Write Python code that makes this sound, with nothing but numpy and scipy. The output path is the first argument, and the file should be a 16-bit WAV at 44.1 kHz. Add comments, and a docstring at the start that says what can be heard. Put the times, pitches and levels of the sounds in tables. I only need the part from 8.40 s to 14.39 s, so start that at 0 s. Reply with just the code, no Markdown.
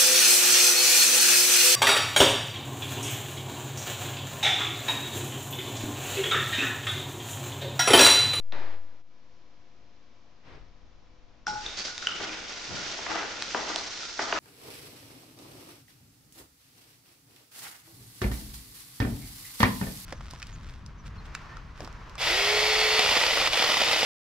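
"""A tiled kitchen, with soft room noise and mains hum; an inaudible microphone offset swells and settles.
A gas igniter snaps, gas hisses faintly; at 2 s the flame catches with a puff and rumbles on.
From 3 s onion slices thud into a pan of oil and ring its modes; wind or handling bumps the microphone.
Water boils off in a dense sizzle, with sharp pops of bursting drops and one bright metallic clink.
From 3.8 s a wooden spatula knocks on a plastic board and scrapes more slices in."""
import sys
import numpy as np
from scipy import signal
from scipy.fft import rfft, irfft, next_fast_len
from scipy.io import wavfile

SR = 44100
rng = np.random.default_rng(int(sys.argv[2]) if len(sys.argv) > 2 else 0)


def int16_out(signal):
    """Quantize to a 16-bit WAV file."""
    q = np.round(np.clip(np.atleast_2d(signal).T, -1, 1) * 32767)
    wavfile.write(sys.argv[1], SR, q.astype(np.int16))


N = 264159
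T = np.arange(N) / SR
OIL_S = 3.066  # first slices reach the oil


def from_db(db):
    """Decibels to gain."""
    return 10 ** (np.asarray(db) / 20)


def rms_one(x):
    """Scale to unit power."""
    return x / np.sqrt(np.mean(x ** 2) + 1e-20)


def at_hz(points, hz):
    """Interpolate a table over log frequency."""
    f, value = np.transpose(points)
    return np.interp(np.log(hz + 1e-3), np.log(f), value)


def filtered(x, response):
    """Apply the gain response(hz)."""
    size = next_fast_len(x.shape[-1] + SR // 10)
    gain = response(np.fft.rfftfreq(size, 1 / SR))
    return irfft(rfft(x, size) * gain, size)[..., :x.shape[-1]]


def coloured(x, colour):
    """Shape x by a spectrum table, rolled off beyond its ends; rms 1."""
    def response(hz):
        low_cut = 1 + (.7 * colour[0][0] / (hz + 1)) ** 6
        high_cut = 1 + (.7 * hz / colour[-1][0]) ** 6
        return from_db(at_hz(colour, hz)) / np.sqrt(low_cut * high_cut)
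    return rms_one(filtered(x, response))


def spread(pair):
    """Two independent signals to partly correlated left and right."""
    # diffuse field: f/Hz, left-right correlation
    likeness = [(50, 0.29), (150, 0.65), (1000, 0.62), (2500, 0.44), (9000, 0.5)]
    side = filtered(pair[1], lambda hz: np.sqrt(2 / (1 + np.clip(at_hz(likeness, hz), 0, 1)) - 1))
    return np.array([pair[0] + side, pair[0] - side])


def placed(x, balance):
    """Left-right balance per frequency."""
    return filtered(x, lambda hz: from_db(at_hz(balance, hz) * np.array([[.5], [-.5]])))


def noise(colour):
    """Diffuse stereo noise."""
    return spread(coloured(rng.standard_normal((2, N)), colour))


def drift(rate_hz):
    """Piecewise linear random curve; rms 1."""
    knots = np.arange(0, T[-1] + 1, 1 / rate_hz)
    return rms_one(np.interp(T, knots, rng.standard_normal(len(knots))))


def grains(per_s, size_db):
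    """Two random click trains, a few clicks larger than the rest."""
    sizes = from_db(size_db * np.minimum(rng.exponential(1, (2, N)), 5))
    return (rng.random((2, N)) < per_s / SR) * sizes * rng.choice([-1, 1], (2, N))


def resonance(x, hz, width_hz):
    """Two-pole band-pass, peak gain 1."""
    r = np.exp(-np.pi * width_hz / SR)
    feedback = [1, -2 * r * np.cos(2 * np.pi * hz / SR), r * r]
    return signal.lfilter(np.array([1, 0, -1]) * (1 - r * r) / 2, feedback, x + 1e-18)


def envelope(start_s, attack_s, hold_s, release_s):
    """Smooth rise to 1, hold, exponential decay."""
    rise = np.sin(np.pi / 2 * np.clip((T - start_s) / attack_s, 0, 1)) ** 2
    return rise * np.exp(-np.clip((T - start_s - attack_s - hold_s) / release_s, 0, 40))


def onset(start_s, attack_s):
    """Smooth rise to 1, held."""
    return envelope(start_s, attack_s, T[-1], 1)


def swell(peak_s):
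    """Burst envelope: 1 at peak_s, then a quick fall."""
    age = T[:SR // 8] / peak_s
    return age * np.exp(1 - age)


def crack(peak_s, low_hz, high_hz, grit):
    """Band-limited click with a gritty trail; peak 1."""
    shape = swell(peak_s)
    force = grit * shape * np.clip(rng.standard_normal(len(shape)), -1, 1)
    force[np.argmax(shape)] += 2
    force = signal.sosfilt(signal.butter(2, low_hz, "high", fs=SR, output="sos"), force)
    burst = signal.sosfilt(signal.butter(5, high_hz, fs=SR, output="sos"), force)
    return burst / np.abs(burst).max()


def add(track, start_s, sound):
    """Mix in a short sound."""
    i = max(round(start_s * SR), 0)
    track[..., i:i + sound.shape[-1]] += sound[..., :max(N - i, 0)]


def with_room(sound, tail_db, near_db=-12.0, build_s=0.0061, near_s=0.0015):
    """Direct sound, near scatter off pan and counter, and a room tail decaying per band."""
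    # tiled room: f/Hz, t60/s
    room_t60 = [(150, 1), (1000, 0.73), (3000, 0.52), (8000, 0.62)]
    t = T[:SR * 3 // 4]
    edges_hz = np.geomspace(100, 12800, 8)
    white = spread(rng.standard_normal((2, len(t))))
    tail = 0
    for low, high in zip(edges_hz, edges_hz[1:]):
        band = signal.sosfilt(signal.butter(2, [low, high], "band", fs=SR, output="sos"), white)
        tail = tail + band * from_db(-60 * t / at_hz(room_t60, np.sqrt(low * high)))
    tail = rms_one(tail * (1 - np.exp(-t / build_s)))
    near = rms_one(rng.standard_normal(len(t)) * np.exp(-t / near_s)) * [[1], [-1]]
    response = (from_db(tail_db) * tail + from_db(near_db) * near) / np.sqrt(len(t))
    response[:, 0] += 1
    return signal.fftconvolve(response, sound[None], axes=1)


def background(air_db=-63.5, waver_db=1.0, fade_in_s=0.086):
    """Room noise and wavering mains hum; both fade in and dip briefly once."""
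    # room noise: f/Hz, relative density/dB
    air_colour = [(25, -14), (50, -18.5), (100, -24), (160, -23), (260, -26.5), (600, -28.5), (1500, -33.5),
                  (3000, -36.5), (5600, -39.5), (7000, -48.5), (8000, -68), (9500, -71)]
    # hum partials: f/Hz, rms level/dB
    partials = [(100, -73.5), (249, -76), (300, -76), (350, -82), (500, -76), (600, -82.5), (700, -78),
                (800, -87), (1000, -79.5), (1100, -82), (1250, -84), (2300, -84.5)]
    hum = 0
    for hz, db in partials:
        amplitude = np.sqrt(2) * from_db(db - waver_db * drift(14))
        hum = hum + amplitude * np.sin(2 * np.pi * (hz * T + rng.random()))
    dip = 1 - 0.69 * envelope(0.603, attack_s=0.026, hold_s=0, release_s=0.083)
    fade_in = 1 - 0.51 * np.exp(-T / fade_in_s)
    return (from_db(air_db) * noise(air_colour) + hum) * dip * fade_in


def microphone_offset(peak_s=0.21, width_s=0.23, settle_s=2.3):
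    """Inaudible DC offset: swells at switch-on, settles slowly."""
    return 0.061 * np.exp(-((T - peak_s) / width_s) ** 2) + 0.006 * np.exp(-(T / settle_s) ** 2)


def igniter(snap_s=0.1226, snap_db=-26.5, echo_db=-41.5, fade_db_per_s=37, gas_db=-65.5):
    """A sharp snap, its echo and the faint hiss of unlit gas."""
    # echo and gas: f/Hz, relative density/dB
    colour = [(90, -2.5), (160, -12), (300, -5), (650, -3), (1000, -5.5), (1300, -8.5), (1900, -7.5),
              (3000, -17.5), (4600, -20), (7000, -37), (9000, -77)]
    echo = from_db(echo_db - fade_db_per_s * (T - snap_s))
    echo *= envelope(snap_s, attack_s=0.0043, hold_s=0.21, release_s=0.051)
    gas = from_db(gas_db) * envelope(snap_s, attack_s=0.003, hold_s=0.42, release_s=0.043)
    out = noise(colour) * np.hypot(echo, gas)
    snap = crack(0.0006, low_hz=1500, high_hz=4200, grit=0.54)
    add(out, snap_s, from_db(snap_db) * with_room(snap, tail_db=-3.0))
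    return out


def flame_and_bump(catch_s=2.013, rise_s=0.14):
    """Gas catches with a puff and settles to a rumble; later a low wind or handling bump on the mic."""
    # puff: f/Hz, relative density/dB
    puff_colour = [(59, -18), (100, -1), (282, -7.5), (426, -4.5), (587, -8), (1920, -12.5), (5410, -25.5),
                   (9000, -53), (11700, -83), (19800, -120)]
    # flame rumble and bump: f/Hz, relative density/dB
    rumble_colour = [(20, 9.5), (50, 3.5), (80, -3.5), (130, -11), (250, -24)]
    puff = from_db(-53) * envelope(catch_s, attack_s=0.076, hold_s=0.067, release_s=0.063)
    steady = from_db(-61.5) * onset(catch_s, rise_s)
    settling = from_db(-58.5) * envelope(catch_s, rise_s, hold_s=0, release_s=0.47)
    mic_bump = from_db(-54) * envelope(3.17, attack_s=0.09, hold_s=0, release_s=0.06)
    return puff * noise(puff_colour) + (steady + settling + mic_bump) * noise(rumble_colour)


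def sizzle(fizz_trim_db=1.0, flare_bubbling_db=-6, pan_db=3.0, flicker_db=1.0):
    """Steam bubbles in oil: fine fizz at once; coarse bubbles grow later and shake the pan."""
    # water boiling off: t/s, fizz before trim/dB, bubbling/dB
    boil = [(3.2, -47.5, -55), (3.25, -45, -43.5), (3.52, -46.5, -51), (3.83, -43.5, -40),
            (4.05, -45.5, -43.5), (4.29, -43, -45), (4.43, -41.5, -41), (4.69, -42.5, -41),
            (5.01, -43, -42.5), (5.27, -41, -42.5), (5.59, -43, -47.5), (5.84, -41.5, -48),
            (5.98, -41, -40.5)]
    # a wet face turns into the oil: t/s, level/dB
    flares = [(3.06, -44.5), (3.365, -36.5), (3.445, -40), (3.475, -52.5), (3.614, -42.5), (3.809, -46.5),
              (4.345, -43.5), (4.465, -44.5), (4.725, -43), (5.09, -42.5), (5.285, -42), (5.375, -41),
              (5.584, -43), (5.795, -39.5)]
    # fine bubbles: f/Hz, relative density/dB
    fizz_colour = [(1500, -5.5), (2800, -7), (3800, -0.5), (5000, 1.5), (6000, 0), (7000, -7), (8000, -18),
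                   (9500, -32)]
    # coarse bubbles: f/Hz, relative density/dB
    bubbling_colour = [(40, -6), (150, -5.5), (230, -2.5), (320, 0.5), (450, -1), (700, -1), (1050, -4.5),
                       (1450, -4.5), (1900, -1), (2600, -1), (3600, -2.5), (6000, -49)]
    times_s, fine_db, coarse_db = np.transpose(boil)
    flare = sum(from_db(db) * envelope(start_s, attack_s=0.011, hold_s=0.019, release_s=0.037)
                for start_s, db in flares)
    fine = from_db(fizz_trim_db + np.interp(T, times_s, fine_db)) * onset(OIL_S, attack_s=0.004)
    coarse = from_db(np.interp(T, times_s, coarse_db)) * onset(OIL_S, attack_s=0.11)
    fizz = coloured(grains(per_s=14000, size_db=3.0), fizz_colour) * np.hypot(fine, flare)
    bubbling = coloured(grains(per_s=7000, size_db=1.5), bubbling_colour)
    bubbling *= np.hypot(coarse, from_db(flare_bubbling_db) * flare)
    pan = from_db(pan_db) * resonance(bubbling, hz=1440, width_hz=100)
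    return spread(fizz + bubbling + pan) * from_db(flicker_db * drift(90))


def heaps():
    """Many soft slices thud into the pan together."""
    # heaps: t/s, level/dB, fall time/s
    falls = [(3.065, -47.5, .01), (4.27, -42.5, 0.038)]
    # thud: f/Hz, relative density/dB
    colour = [(50, -9), (110, -0.5), (170, -3.5), (260, -5), (600, -9)]
    level = sum(from_db(db) * envelope(start_s, fall_s, hold_s=0.056, release_s=0.072)
                for start_s, db, fall_s in falls)
    return noise(colour) * level


def landings(reach_octaves=0.54, phase_rad=0.59, slap_s=0.0015, sag_per_s=0.0236):
    """A slice excites the pan modes near its slap's pitch; oil damps most at once, the rest rings."""
    # slice impacts: t/s, ring/dB, slap peak/dB, most excited f/Hz
    impacts = [(3.0676, -32, -23.5, 1400), (3.078, -28, -36.5, 820), (3.1538, -32, -59, 940),
               (3.481, -40, -41.5, 1500), (3.625, -43.5, -31.5, 1520), (3.6708, -47, -22.5, 1570),
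               (3.839, -42.5, -32.5, 1500), (4.31, -44, -38, 1510), (4.369, -45.5, -35, 1500),
               (4.939, -47, -37, 1400), (5.63, -43, -40.5, 1400)]
    # pan modes: f/Hz, relative level/dB, t60/s
    modes = [(845, 1, .36), (882, -13, .3), (1420, -10, .4), (1465, -1, .65), (1520, -10, .3),
             (2008, -16, .3), (2557, -9, .2)]
    out, t = np.zeros((2, N)), T[:SR]
    phases = phase_rad * np.array([[1], [-1]])  # the wide pan reaches the two sides out of step
    for start_s, ring_db, slap_db, centre_hz in impacts:
        load = 1 - sag_per_s * (start_s - OIL_S)  # pitch falls as the pan fills
        ring = 0
        for hz, mode_db, t60_s in modes:
            excitation = np.exp(-(np.log2(hz / centre_hz) / reach_octaves) ** 2)
            decay = from_db(mode_db - 60 * t / t60_s)
            ring = ring + excitation * decay * np.sin(2 * np.pi * hz * load * t + phases)
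        slap = ring[0, :SR // 8] * swell(slap_s)
        build_s = 0.00085 * from_db(0.31 * (ring_db - slap_db))  # soft landing, slow build
        add(out, start_s, from_db(ring_db) * ring * (1 - np.exp(-t / build_s)))
        add(out, start_s, from_db(slap_db) * with_room(slap / np.abs(slap).max(), tail_db=3.0))
    return out


def pops_and_clink(swell_cycles=3.3):
    """Sharp pops of bursting drops and one bright metallic clink: each a brief tone and a drier click."""
    # pops, and the clink at 3.67 s: t/s, tone/dB, f/Hz, click/dB
    events = [(3.0681, -23.5, 5520, -29.5), (3.2629, -23, 3630, -27), (3.389, -24.5, 4600, -38),
              (3.4574, -32, 5030, -23), (3.579, -32.5, 3730, -18), (3.6703, -13.5, 2997, -15.5),
              (3.892, -33, 2420, -35), (5.0225, -34, 4000, -13.5), (5.3595, -27, 4160, -9),
              (5.633, -32, 3630, -27)]
    out = np.zeros((2, N))
    for start_s, tone_db, hz, click_db in events:
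        tone = swell(swell_cycles / hz) * np.sin(2 * np.pi * hz * T[:SR // 8])
        click = crack(0.00078, low_hz=900, high_hz=6110, grit=0.15)
        add(out, start_s, from_db(tone_db) * with_room(tone, tail_db=2.0, near_db=-25.0))
        add(out, start_s, from_db(click_db) * with_room(click, tail_db=-10.0, near_db=-21.0))
    return out


def board(force):
    """The plastic board's resonances, summed with alternating sign."""
    # board modes: f/Hz, width/Hz, gain/dB
    modes = [(219.5, 35, -5.5), (318.5, 9.8, 7.5), (403.5, 19.4, 3), (485, 82, -2), (661, 92, 1),
             (812, 110, 4), (975, 160, -2), (1195, 39, 1), (1537, 230, -7.5), (1962, 107, -1),
             (3120, 800, -14), (5000, 1500, -24)]
    return sum((-1) ** k * from_db(db) * resonance(force, hz, width_hz)
               for k, (hz, width_hz, db) in enumerate(modes))


def spatula(contact_db=-9.5, judder_db=1.0, rasp_trim_db=-4.5):
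    """Wood knocks on the board and drags onion over it in many small slips."""
    # knocks: t/s, peak/dB, brightness/Hz
    knocks = [(3.806, -34.5, 610), (4.588, -30.5, 1466), (4.664, -21, 2390), (5.1459, -15.5, 2120),
              (5.3604, -28, 1530), (5.792, -16, 2360), (5.9251, -13, 3120)]
    # strokes: t/s, push/s, release/s, scrape/dB, onion rasp before trim/dB
    strokes = [(3.795, 0.0076, 0.12, -42, -43), (4.629, 0.14, 0.099, -34.5, -31),
               (5.145, 0.021, .06, -35.5, -45), (5.24, 0.058, 0.12, -38.5, -37.5),
               (5.785, 0.012, 0.057, -34.5, -33.5), (5.85, 0.037, 0.059, -41, -43),
               (5.945, .022, .04, -43, -31.5)]
    # cut onion on plastic: f/Hz, relative density/dB
    rasp_colour = [(900, -3.5), (1250, 12.5), (1600, 9.5), (2100, 3), (3200, -2.5), (5000, -32)]
    out = np.zeros((2, N))
    for start_s, db, bright_hz in knocks:
        contact = crack(0.00076, low_hz=0.18 * bright_hz, high_hz=bright_hz, grit=0.21)
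        knock = board(contact) + from_db(contact_db) * contact
        knock /= np.abs(knock).max()
        add(out, start_s, from_db(db) * with_room(knock, tail_db=0.0, near_db=-9.0))
    judder = from_db(-judder_db * drift(90))
    scrape = spread(rms_one(board(grains(per_s=3000, size_db=1.0) * judder)))
    rasp = spread(coloured(grains(per_s=1800, size_db=2.0) * judder, rasp_colour))
    for start_s, push_s, release_s, scrape_db, rasp_db in strokes:
        friction = from_db(scrape_db) * scrape + from_db(rasp_db + rasp_trim_db) * rasp
        out += friction * envelope(start_s, push_s, hold_s=0.011, release_s=release_s)
    return out


def scene():
    """Burner and hum to the left, pan ahead."""
    # stove: f/Hz, left minus right/dB
    stove_side = [(60, 6.5), (320, 8), (600, 4), (1700, 2.5), (3000, 0), (9000, -4)]
    # pan: f/Hz, left minus right/dB
    pan_side = [(60, -0.5), (300, 3.5), (1000, 2.5), (1800, 0.1), (3000, 0), (5500, -3), (9000, -3)]
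    cooking = sizzle() + pops_and_clink() + landings() + spatula() + heaps()
    leftward = igniter() + flame_and_bump() + background() + microphone_offset()
    return placed(leftward, stove_side) + placed(cooking, pan_side)


def record(dry, cutoff_hz=9750):
    """Steep low-pass."""
    return signal.sosfilt(signal.ellip(10, .2, 70, cutoff_hz, fs=SR, output="sos"), dry)


dry = scene()
out = record(dry)
int16_out(out)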